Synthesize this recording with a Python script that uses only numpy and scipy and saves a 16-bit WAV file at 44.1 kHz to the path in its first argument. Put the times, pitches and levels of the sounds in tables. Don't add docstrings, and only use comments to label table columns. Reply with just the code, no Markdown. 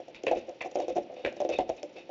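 import sys
import numpy as np
from scipy import signal
from scipy.fft import rfft, irfft, next_fast_len
from scipy.io import wavfile
from scipy.ndimage import uniform_filter1d

SR = 44100
rng = np.random.default_rng(int(sys.argv[2]) if len(sys.argv) > 2 else 0)


def file_out(sig):
    cols = np.atleast_2d(sig).T
    lim = np.clip(cols, -1, 1)
    pcm = np.round(lim * 32767).astype(np.int16)
    wavfile.write(sys.argv[1], SR, pcm)


N = 92610
T = np.arange(N) / SR
BLOW_SAMPLES = SR // 3


def from_db(db):
    return 10 ** (np.asarray(db) / 20)


def add(out, start, sound):
    i = max(0, int(start * SR))
    out[i:i + len(sound)] += sound[:max(0, N - i)]


def colour(x, tone):
    size = 2 * next_fast_len(len(x))
    hz, db = np.transpose(tone)
    bin_hz = np.arange(size // 2 + 1) * SR / size
    log_gain = np.log(from_db(np.interp(np.log(bin_hz + 1), np.log(hz), db)))
    cepstrum = irfft(log_gain)
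    cepstrum[1:size // 2] *= 2
    cepstrum[size // 2 + 1:] = 0
    return irfft(rfft(x, size) * np.exp(rfft(cepstrum)))[:len(x)]


def dying(fade_s):
    return np.exp(-np.log(1000) * T[:BLOW_SAMPLES] / fade_s)


def ring(hz, fade_s):
    return dying(fade_s) * np.sin(2 * np.pi * hz * T[:BLOW_SAMPLES])


def scatter(x, db, fade_s):
    cloud = rng.standard_normal(BLOW_SAMPLES) * dying(fade_s) * (1 - dying(0.017))
    return x + from_db(db) * signal.fftconvolve(x, cloud / np.linalg.norm(cloud))[:len(x)]


def at_level(x, db):
    return x * from_db(db) / np.sqrt(uniform_filter1d(x * x, size=88).max())


def porch(x, echo_db=-17, fade_s=0.53):
    build_up = 1 - dying(0.08)[np.minimum(np.arange(N), BLOW_SAMPLES - 1)]
    tail = rng.standard_normal(N) * from_db(-60 * T / fade_s) * build_up
    return x + from_db(echo_db) * signal.fftconvolve(x, tail / np.linalg.norm(tail))[:N]


# (frequency [Hz], gain [dB])
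AIR_TONE = [(18, -64.5), (30, -31.5), (182, -13), (257, -10), (339, -4), (408, -8.5), (551, -2.5),
            (727, -13.5), (855, -14), (1080, -26.5), (1710, -25.5), (2590, -18.5), (5060, -32), (5820, -35),
            (7500, -64), (9750, -81.5), (16500, -120)]
def air():
    noise = colour(rng.standard_normal(N), AIR_TONE)
    return from_db(-54.5) * noise / noise.std()


# (frequency [Hz], gain [dB])
TICK_TONE = [(1000, -9.5), (2500, 2.5), (4500, -4), (5800, 6.5), (7000, -1.5), (8000, -24)]
def bright_ticks(clicks, cloud_db, fade_s):
    return colour(scatter(clicks, cloud_db, fade_s), TICK_TONE)


def shuffles(clicks_per_s=220):
    clicks = rng.random(N) < clicks_per_s / SR
    strength = from_db(6.5 * np.clip(rng.standard_normal(N), -2, 2))
    ticks = bright_ticks(clicks * strength, cloud_db=3, fade_s=0.027)
    return from_db(-72.5) * ticks / ticks.std()


# (time [s], length [s], pitch [Hz], level [dB])
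GLASS_SQUEAKS = [(1.535, 0.0089, 2517, -34.5), (1.545, .026, 2566, -41.5), (1.555, 0.026, 3720, -45)]
def squeaks():
    out = np.zeros(N)
    for start, length, hz, db in GLASS_SQUEAKS:
        t = T[:int(length * SR)]
        waver = uniform_filter1d(rng.standard_normal(BLOW_SAMPLES), size=60)
        pitch = hz * (1 + 0.039 * waver / waver.std())
        phase = 2 * np.pi * np.cumsum(pitch)[:len(t)] / SR
        swell = np.sin(np.pi * t / length)
        add(out, start, at_level(np.sin(phase) * swell, db))
    return out


# (time [s], length [s], relative level [dB])
CLAW_DRAGS = [(0.144, .04, -52.5), (0.351, 0.06, -53), (0.804, 0.047, -53), (0.886, 0.025, -50),
              (0.958, 0.051, -61), (1.154, 0.12, -58.5), (1.363, 0.057, -61.5), (1.487, 0.029, -47.5),
              (1.517, 0.036, -42.5), (1.572, 0.028, -51), (1.692, 0.027, -58), (1.769, 0.023, -55),
              (1.956, 0.057, -52)]
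# (pitch [Hz], relative level [dB], fade time [s])
FRAME_NOTES = [(2170, -10.5, 0.087), (2533, -1.5, 0.026), (2670, 2, 0.031), (2930, -5, 0.048),
               (3770, -2, 0.03), (5750, -26.5, .012)]
# (frequency [Hz], gain [dB])
SCRAPE_TONE = [(800, 2.5), (1700, -6.5), (2500, 5.5), (3700, 5.5), (4400, 1.5), (5800, -7.5), (7500, -24)]
def scrapes(slips_per_s=4000, rise_s=0.0098, release_s=0.033):
    slips = (rng.random(N) < slips_per_s / SR) * rng.choice([-1, 1], N)
    slips = slips * from_db(2 * rng.standard_normal(N))
    force = np.zeros(N)
    for start, length, db in CLAW_DRAGS:
        press = np.clip((T - start) / rise_s, 0, 1)
        ease_off = from_db(db - 7.5 * np.clip((T - start) / length, 0, 1))
        let_go = np.clip((start + length - T) / release_s + 1, 0, 1)
        force += press * ease_off * let_go
    frame = sum(from_db(db - 37) * ring(hz, fade_s) for hz, db, fade_s in FRAME_NOTES)
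    frame[0] += 0.5
    frame = colour(frame, SCRAPE_TONE)
    return from_db(4) * signal.fftconvolve(slips * force / slips.std(), frame / np.linalg.norm(frame))[:N]


# (time [s], relative level [dB], skid length [s])
CLAW_TICKS = [(0.081, -61, 0.0045), (.147, -64, 0.018), (0.234, -48, 0.0038), (0.263, -53, .006),
              (0.28, -58, 0.0028), (0.311, -52, 0.0046), (0.317, -60, 0.0043), (0.35, -58, .004),
              (0.367, -59.5, 0.028), (0.49, -55, 0.0065), (0.616, -52, 0.0074), (0.646, -59.5, 0.03),
              (0.712, -56, 0.0063), (0.749, -53.5, 0.0035), (0.7547, -47, 0.0048), (.786, -56, 0.0073),
              (0.798, -50.5, 0.0073), (0.811, -59, 0.018), (0.88, -54, 0.0067), (0.892, -56.5, 0.011),
              (0.95, -58.5, 0.019), (0.96, -52, 0.012), (.979, -55, 0.0048), (1.13, -78.5, 0.0027),
              (1.139, -63.5, 0.0072), (1.25, -60.5, 0.0053), (1.260, -60, 0.014), (1.326, -55, 0.00099),
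              (1.366, -58.5, 0.0049), (1.401, -50, 0.0075), (1.414, -50, .003), (1.445, -58.5, 0.0068),
              (1.490, -44, 0.00072), (1.497, -51, 0.0065), (1.535, -58, 0.013), (1.585, -48, 0.0019),
              (1.589, -50.5, 0.0019), (1.603, -62, 0.0044), (1.691, -49.5, 0.002), (1.695, -47, 0.0032),
              (1.764, -62, 0.0089), (1.829, -43.5, 0.0024), (1.983, -63.5, 0.0032)]
def claws(rise_s=0.00086, release_s=0.0035, gain_db=3.04):
    out, t = np.zeros(N), T[:BLOW_SAMPLES]
    for start, db, length in CLAW_TICKS:
        press = np.clip(t / rise_s, 0, 1)
        let_go = from_db(-60 * np.clip((t - length) / release_s, 0, 2))
        slips = rng.standard_normal(len(t)) * from_db(6 * rng.standard_normal(len(t)))
        tick = bright_ticks(slips * press * let_go, cloud_db=-12.5, fade_s=0.21)
        add(out, start, at_level(tick, db + gain_db))
    return out


# (time [s], thump level [dB], beam level [dB])
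DECK_LANDINGS = [(0.314, -49.5, -53), (.362, -65, -47), (0.802, -70, -76), (0.892, -56, -46.5),
                 (0.984, -61, -45), (1.248, -62, -45), (1.499, -57.5, -59), (1.543, -53, -54.5),
                 (1.591, -43, -47.5), (1.696, -47.5, -52.5)]
def landings(thump_hz=76, beam_hz=245.5):
    out = np.zeros(N)
    for start, thump_db, beam_db in DECK_LANDINGS:
        thump = scatter(ring(thump_hz, 0.016), db=4.4, fade_s=0.19)
        beams = scatter(ring(beam_hz, 0.094), db=8.1, fade_s=0.42)
        add(out, start, at_level(thump, thump_db) + at_level(beams, beam_db))
    return out


# (time [s], relative rattle level [dB], pitch [Hz], thump level [dB])
DOOR_BLOWS = [(0.1449, -43, 2700, -80), (0.268, -34, 2500, -68), (0.2661, -28, 2130, -58),
              (0.279, -33.5, 2200, -55.5), (0.287, -43, 2300, -48.5), (0.358, -56.5, 2500, -48.5),
              (0.6065, -35.5, 2200, -80), (0.611, -31.5, 2000, -80.5), (0.626, -37.5, 2130, -83),
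              (1.246, -45, 2300, -67), (1.248, -27.5, 2180, -56), (1.2598, -31, 1930, -37),
              (1.265, -46.5, 3080, -73.5), (1.277, -39.5, 2200, -68.5), (1.287, -46, 2400, -75.5),
              (1.298, -51, 2400, -76.5)]
# (frequency [Hz], gain [dB])
DOOR_TONE = [(600, -15.5), (950, -8), (1300, -16.5), (1700, -6.5), (2000, -4), (2300, 0.5), (2650, 3.5),
             (3100, -8.5), (3700, -8), (4600, -13), (7000, -19.5)]
def door_rattles(clack_cycles=1.73, rise_s=0.0023, thump_hz=76, gain_db=0.5):
    out = np.zeros(N)
    rise = np.clip(T[:BLOW_SAMPLES] / rise_s, 0, 1)
    for start, db, hz, thump_db in DOOR_BLOWS:
        clack = scatter(ring(hz, clack_cycles / hz), db=6, fade_s=0.011) * rise
        rattle = colour(scatter(clack, db=-3.5, fade_s=0.13), DOOR_TONE)
        thump = scatter(ring(thump_hz, 0.0094), db=-4, fade_s=0.13)
        add(out, start, at_level(rattle, db + gain_db) + at_level(thump, thump_db))
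    return out


# (delay [s], gain [dB])
CLOSE_ECHOES = [(.0058, -19.5), (0.0138, -14.5)]
def echoed(x):
    t = T[:len(x)]
    return x + sum(from_db(db) * np.interp(t - delay, t, x, left=0) for delay, db in CLOSE_ECHOES)


# (time [s], relative level [dB], pitch [Hz], extra ringing [dB])
PAW_KNOCKS = [(.001, -35.5, 588, -8), (.082, -39.5, 640, -6.5), (0.2375, -30, 420, 2),
              (.268, -24, 518, 0.5), (.281, -28, 480, 3.5), (.2875, -31, 472, -22),
              (0.3129, -18.5, 632, -6.5), (.319, -21, 706, -0.5), (0.327, -43.5, 696, -1),
              (.357, -32.5, 390, -1), (0.37, -26.5, 480, -10.5), (.481, -36, 620, 24),
              (.489, -39.5, 620, -10), (.498, -39, 700, -2.5), (.612, -36, 634, -2), (.647, -33, 647, 4.5),
              (.660, -30, 717, -3.5), (.715, -44, 620, 12.5), (0.7553, -23.5, 630, 3),
              (.771, -28, 594, 0.5), (0.787, -27.5, 607, 12.5), (.802, -23.5, 670, -17),
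              (0.819, -30.5, 534, 5), (.882, -26, 560, -5), (0.904, -29.5, 520, -4.5), (.957, -33, 578, -4),
              (.962, -26, 574, 6.5), (.968, -23, 575, 2), (.979, -28, 580, 22.5), (1.098, -39.5, 613, 8.5),
              (1.124, -39, 504, 15), (1.168, -38, 530, -0.5), (1.196, -40.5, 526, 2),
              (1.240, -39, 530, 5.5), (1.249, -23, 474, -16), (1.262, -26, 494, -2),
              (1.274, -30, 470, -16.5), (1.323, -36.5, 545, -1), (1.367, -37.5, 550, 1.5),
              (1.403, -25, 637, 1), (1.418, -27, 640, -2), (1.45, -22, 533, -3.5), (1.492, -24.5, 567, 1),
              (1.501, -28, 535, 26), (1.537, -34, 493, 6.5), (1.5883, -17.5, 667, -0.5),
              (1.603, -20.5, 643, -6.5), (1.693, -26, 603, -30), (1.699, -22.5, 670, -8),
              (1.831, -33, 537, 4), (1.958, -43, 500, 19), (1.976, -45.5, 573, 17), (2.093, -35, 581, 5)]
# (pitch [Hz], relative level [dB], fade time [s])
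BOARD_NOTES = [(265.2, -31, 0.28), (305.4, -18.5, .4), (341.6, -23.5, .3), (384, -30.5, 0.37),
               (450.6, -27.5, 0.31), (513, -19, .2), (583.6, -16.5, 0.22), (711.5, -18.5, .12),
               (806, -37, 0.039)]
# (frequency [Hz], gain [dB])
BOARD_TONE = [(30, -35.5), (80, -16), (170, -19), (260, -6), (340, 6), (430, -1), (520, 5.5), (620, 2),
              (740, 6), (860, -3), (1050, -10.5), (1400, -19.5), (2500, 3), (3700, 1.5), (5000, -9)]
# (frequency [Hz], gain [dB])
GRIT_TONE = [(700, -9.5), (1300, -1.5), (2600, -2.5), (3800, -3.5), (5000, -17), (7000, -22.5)]
def paw_knocks(knock_cycles=6.46, wood_gain_db=1.5, grit_gain_db=-27):
    out = np.zeros(N)
    for start, db, hz, ring_db in PAW_KNOCKS:
        ringing = np.zeros(BLOW_SAMPLES)
        for note_hz, note_db, fade_s in BOARD_NOTES:
            off_pitch_db = 6.5 * np.log2(note_hz / hz) ** 2
            spot_db = rng.normal(0, 2.1)
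            ringing += from_db(note_db - off_pitch_db + spot_db) * ring(note_hz, fade_s)
        knock = scatter(echoed(ring(hz, knock_cycles / hz)), db=ring_db + 4, fade_s=0.091)
        wood = colour(knock + from_db(ring_db - 2.5) * ringing, BOARD_TONE)
        add(out, start, at_level(wood, db + wood_gain_db))
        grit = rng.standard_normal(BLOW_SAMPLES) ** 3 * dying(0.1)
        add(out, start, at_level(colour(grit, GRIT_TONE), db + grit_gain_db))
    return out


def scene():
    deck = porch(paw_knocks()) + landings()
    door = porch(door_rattles() + scrapes() + squeaks())
    return (deck + door + claws() + shuffles() + air())[None]


def record(dry, low_cut_hz=34, high_cut_hz=7500):
    thin = signal.sosfilt(signal.butter(2, low_cut_hz, "high", fs=SR, output="sos"), dry)
    return signal.sosfilt(signal.cheby1(10, 0.3, high_cut_hz, fs=SR, output="sos"), thin)


dry = scene()
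out = record(dry)
file_out(out)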